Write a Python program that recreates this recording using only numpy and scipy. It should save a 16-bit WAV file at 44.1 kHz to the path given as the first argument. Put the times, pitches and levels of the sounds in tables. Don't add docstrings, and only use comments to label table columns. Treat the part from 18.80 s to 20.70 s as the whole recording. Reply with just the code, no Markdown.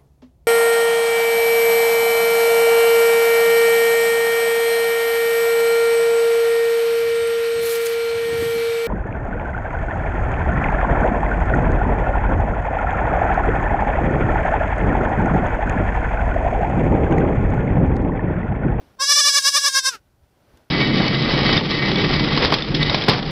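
import sys
import numpy as np
from scipy import signal
from scipy.fft import rfft, irfft, next_fast_len
from scipy.io import wavfile
from scipy.ndimage import uniform_filter1d, map_coordinates

SR = 44100
rng = np.random.default_rng(int(sys.argv[2]) if len(sys.argv) > 2 else 0)


def unload_audio(sound):
    columns = np.transpose(np.atleast_2d(sound))
    steps = np.round(np.clip(columns, -1, 1) * 32767)
    wavfile.write(sys.argv[1], SR, steps.astype(np.int16))


N = 83790
START_S, ATTACK_S, BRIGHTEN_S = .184, .022, .039


def amp(db):
    return 10 ** (np.asarray(db) / 20)


def unit(x):
    return x / np.sqrt(np.mean(x ** 2) + 1e-20)


def wobble(rate):
    return map_coordinates(rng.standard_normal(int(N * rate / SR) + 4), [np.arange(N) * rate / SR])


def coloured(x, points):
    m = 2 * next_fast_len(N)
    hz, db = np.transpose(points)
    shape = np.interp(np.log(np.fft.rfftfreq(m, 1 / SR) + 1), np.log(hz + 1), db)
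    cepstrum = irfft(np.log(amp(shape)), m)
    cepstrum[1:m // 2] *= 2
    cepstrum[m // 2 + 1:] = 0
    return unit(irfft(rfft(x, m) * np.exp(rfft(cepstrum)), m)[:N])


# time_s, rumble_db, hiss_db
AIR_FADERS = [
    [(0.0, -58, -59), (0.022, -65, -55), (0.034, -66.5, -58.5), (0.086, -65, -60), (0.152, -77, -61.5),
     (0.162, -84, -70), (0.17, -72, -61.5)],
    [(1.21, -68.5, -68), (1.41, -67, -71), (1.44, -61, -65), (1.464, -70, -69), (1.66, -74.5, -64),
     (1.748, -62, -59), (1.9, -78.5, -67.5)],
]
# freq_hz, gain_db
RUMBLE_EQ = [(20, -19), (50, -4), (80, -4.5), (150, -11.5), (300, -29), (800, -73)]
HISS_EQ = [(59, -38), (100, -5), (315, -5.5), (518, -10.5), (574, -7.5), (1240, -17.5), (1500, -15),
           (1690, -20), (6000, -28.5), (7800, -58.5), (13200, -120)]
AIRY_TOP_EQ = [(1500, -20), (4500, -2), (9000, -1), (15500, -1)]

def outdoor_air(t):
    time_s, rumble_db, hiss_db = np.vstack(AIR_FADERS).T
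    top_db = -73 + .35 * (hiss_db - hiss_db.mean())
    layers = [(rumble_db + 5, RUMBLE_EQ), (hiss_db + 3, HISS_EQ), (top_db, AIRY_TOP_EQ)]
    return sum(amp(np.interp(t, time_s, db)) * coloured(rng.standard_normal(N), eq) for db, eq in layers)


# freq_hz, gain_db
TICK_EQ = [(300, -21), (2500, -2), (5000, -1.5), (9000, -12), (15000, -15.5)]

def tick(t, start_s=1.773, level_db=-53, t60_s=.025):
    envelope = (t > start_s) * amp(level_db - 60 * np.abs(t - start_s) / t60_s)
    return envelope * coloured(rng.standard_normal(N), TICK_EQ)


def sandy_ground(x, bounce_s=.0032, bounce_db=-24.5, scatter_db=-28, t60_s=.09):
    t = np.arange(SR // 4) / SR
    tail = rng.standard_normal(len(t)) * amp(-60 * t / t60_s) * (t > bounce_s)
    scatter = signal.fftconvolve(x, tail / np.linalg.norm(tail))[:N]
    bounce = np.interp(np.arange(N) - bounce_s * SR, np.arange(N), x)
    return x + amp(bounce_db) * bounce + amp(scatter_db) * scatter


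def fold_pulses(cycles, jitter_s):
    closings = np.interp(np.arange(1, int(cycles[-1])), cycles, np.arange(N))
    closings += jitter_s[closings.astype(int)] * SR * rng.standard_normal(len(closings))
    taps = closings.astype(int)[:, None] + np.arange(-7, 9)
    offset = taps - closings[:, None]
    windowed_sinc = np.sinc(offset) * np.cos(np.pi * offset / 16) ** 2
    return np.bincount(np.clip(taps, 0, N - 1).ravel(), windowed_sinc.ravel(), N)


# time_s, level_db
CROAK_ENVELOPE = [(1.09, -51), (1.115, -42), (1.14, -36), (1.155, -37), (1.172, -51), (1.195, -66)]
# freq_hz, gain_db
CROAK_EQ = [(120, -39), (280, -14), (420, -14), (620, -17.5), (880, -13), (1100, -15.5), (1380, 3),
            (1750, -11), (2200, -14), (2750, -10), (3300, -19), (4800, -12.5), (8000, -24.5), (15000, -33)]

def croak(t, cycles, grunt_s=1.153, grunt_hz=372.4, grunt_db=-49):
    slack = unit(fold_pulses(cycles, jitter_s=np.full(N, 3e-5))) + amp(-9) * rng.standard_normal(N)
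    level_db = np.interp(t, *np.transpose(CROAK_ENVELOPE), left=-120, right=-120)
    grunt_eq = [(grunt_hz * ratio, db) for ratio, db in [(.25, -30), (.53, -4), (1, 0), (2, -22), (10, -60)]]
    grunt = coloured(rng.standard_normal(N), grunt_eq)
    swell = np.exp(-((t - grunt_s) / .007) ** 2 / 2)
    return amp(level_db) * coloured(slack, CROAK_EQ) + amp(grunt_db) * swell * grunt


# freq_hz, gain_db
RASP_EQ = [(300, -55.5), (850, -47), (1120, -25), (1400, -34), (1660, -1.5), (2000, -29), (2280, -8),
           (2600, -17.5), (2850, -8.5), (3500, -4), (4200, -5), (5200, -2.5), (7200, -3), (9800, -4),
           (11700, -14), (12400, -16.5), (13800, -16.5), (15500, -18.5)]

def rasp(cycles, pitch_hz):
    air = rng.standard_normal(N)
    echo = map_coordinates(air, [np.arange(N) - SR / pitch_hz])
    gate = 1 + .8 * np.cos(2 * np.pi * cycles - .9)
    return coloured((air + .9 * echo) * gate, RASP_EQ)


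# centre_hz, width_hz, gain_db
FORMANTS = [(1140, 416, -3), (1647, 259, 0), (2333, 280, -8.5), (2870, 420, -11), (3564, 273, -1),
            (3924, 810, -6), (5080, 417, 2), (5785, 556, -2), (6150, 260, -1.5), (7170, 220, -11.5),
            (7840, 240, -10.5), (8530, 87, -10.5), (9200, 480, -14.5), (11190, 1700, -19.5),
            (14500, 5000, -28.5)]

def throat(x, flutter_db=1.7):
    m = next_fast_len(N + SR // 4)
    f, spectrum, out = np.fft.rfftfreq(m, 1 / SR), rfft(x, m), 0
    for k, (hz, width, db) in enumerate(FORMANTS):
        ring = irfft(spectrum * 1j * f * width / (hz * hz - f * f + 1j * f * width), m)[:N]
        out = out + (-1) ** k * amp(db + flutter_db * wobble(110)) * ring
    return out


def register(t, sound, low_hz=1380, lead_db=9.5, lead_s=.057, dulling_db_per_s=3):
    low = signal.sosfiltfilt(signal.butter(8, low_hz, fs=SR, output="sos"), sound)
    lead = amp(lead_db * np.clip(1 - (t - START_S - ATTACK_S) / lead_s, 0, 1))
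    dips = sum(np.exp(-((t - crack_s) / .006) ** 2) for crack_s in (.266, .354, .430))
    cracks = np.clip(1 - .8 * dips, 0, 1)
    body = signal.sosfiltfilt(signal.butter(4, 1.5 * low_hz, fs=SR, output="sos"), sound)
    top = (sound - body) * amp(-dulling_db_per_s * (t - .65))
    brighten = np.clip((t - START_S) / BRIGHTEN_S, 0, 1)
    return low * lead * cracks + (body - low + top) * brighten


def steady(x, window_s=.008):
    size = int(window_s * SR)
    power = np.abs(uniform_filter1d(uniform_filter1d(x ** 2, size), size))
    return x / np.sqrt(power + 1e-9)


# crest_s, pitch_hz, overshoot_hz, crest_db, trough_db, trough_roughness (0-1)
SURGE_TARGETS = [(0.231, 545.7, 6.6, -19, -23.5, 0), (0.318, 571.2, 15.9, -11, -16.5, 0),
                 (.398, 583, 28.5, -12.5, -17.5, 0), (0.483, 574.2, 28, -12, -19.5, 0.3),
                 (0.577, 565.4, 32.4, -11.5, -28.5, 0.64), (.682, 551, 22, -11, -26.5, 0.6),
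                 (0.771, 567, 40, -11.5, -23.5, 0.5), (0.873, 564, 32.6, -12, -28, 0.59),
                 (0.982, 538.9, 20, -11, -31.5, 0.25), (1.081, 529, 17.7, -12.5, -38.5, 0.48)]
QUAVER_SHAPE = [(0, 0.13, 0), (.09, 0.08, -0.0093), (0.178, 0.5, -0.037), (.34, 0.94, -.018),
                (.43, .9, -.016), (.57, 0.63, .016), (.76, 0.17, -.016), (.88, 0.08, -.006),
                (0.999, 0.11, 0)]

def quaver(t, cycle_s=.105, sink_s=1.105, sink_hz_per_s=1900, fade_s=1.127, fade_db_per_s=601.5):
    crest_s, held_hz, overshoot_hz, crest_db, trough_db, trough_rough = np.transpose(SURGE_TARGETS)
    marks_s = np.r_[crest_s[0] - cycle_s, crest_s, crest_s[-1] + cycle_s]
    held_t = np.minimum(t, sink_s + .012)
    phase = np.interp(held_t, marks_s, np.arange(len(marks_s))) % 1
    share, pinch, ripple = np.transpose(QUAVER_SHAPE)
    pinch, ripple = (uniform_filter1d(np.interp(phase, share, c), size=220) for c in (pinch, ripple))
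    pinch = np.clip(pinch, 0, 1) * (t > crest_s[0] - .03)
    strain = np.exp(-((t - crest_s[:, None]) / .009) ** 2)
    pitch_hz = np.interp(t, crest_s - cycle_s / 3, held_hz) * (1 + ripple) + overshoot_hz @ strain
    pitch_hz *= 1 - .049 * np.clip(1 - (t - START_S) / BRIGHTEN_S, 0, 1)
    pitch_hz -= sink_hz_per_s * np.clip(t - sink_s, 0, .08)
    trough_s = crest_s + cycle_s / 3
    level_db = (1 - pinch) * np.interp(t, crest_s, crest_db) + pinch * np.interp(t, trough_s, trough_db)
    level_db -= fade_db_per_s * np.maximum(t - fade_s, 0)
    roughness = pinch * np.interp(t, trough_s, trough_rough) + .22 * strain[1:].sum(0)
    return pitch_hz, level_db, pinch, roughness


# freq_hz, gain_db
OPEN_EQ = [(200, -23.5), (560, -3), (1100, -2.5), (3000, -0.5), (6000, 1), (11500, -1.5), (12400, -5.5),
           (14000, -0.5)]
PINCHED_EQ = [(200, -36.5), (560, -9), (1130, -15.5), (1600, -4), (2300, -5.5), (3400, 2.5), (5200, 3),
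              (8000, 5.5), (11500, -3.5), (12400, -7.5), (14000, -5)]

def bleat(t):
    pitch_hz, level_db, pinch, roughness = quaver(t)
    waver = .003 * (1 + 2 * roughness) * wobble(170)
    cycles = np.cumsum(pitch_hz * (1 + waver)) / SR
    pulses = fold_pulses(cycles, jitter_s=1.8e-6 * (1 + 10 * roughness))
    shimmer = amp(.5 * wobble(110))
    ring = throat(pulses * shimmer)
    voice = (1 - pinch) * steady(coloured(ring, OPEN_EQ)) + pinch * steady(coloured(ring, PINCHED_EQ))
    rasp_db = np.interp(t, [START_S, .55], [-20.5, -15.5]) + 17 * roughness
    sound = voice * (1 - .5 * roughness) + rasp(cycles, pitch_hz) * amp(rasp_db)
    attack = np.clip((t - START_S) / ATTACK_S, 0, 1) ** 2
    return amp(level_db) * attack * register(t, sound) + croak(t, cycles)


def scene():
    t = np.arange(N) / SR
    return (sandy_ground(bleat(t)) + outdoor_air(t) + tick(t))[None]


def record(dry, top_hz=15580):
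    m = next_fast_len(N + SR // 2)
    return irfft(rfft(dry, m) * (np.fft.rfftfreq(m, 1 / SR) < top_hz), m)[:, :N]


dry = scene()
out = record(dry)
unload_audio(out)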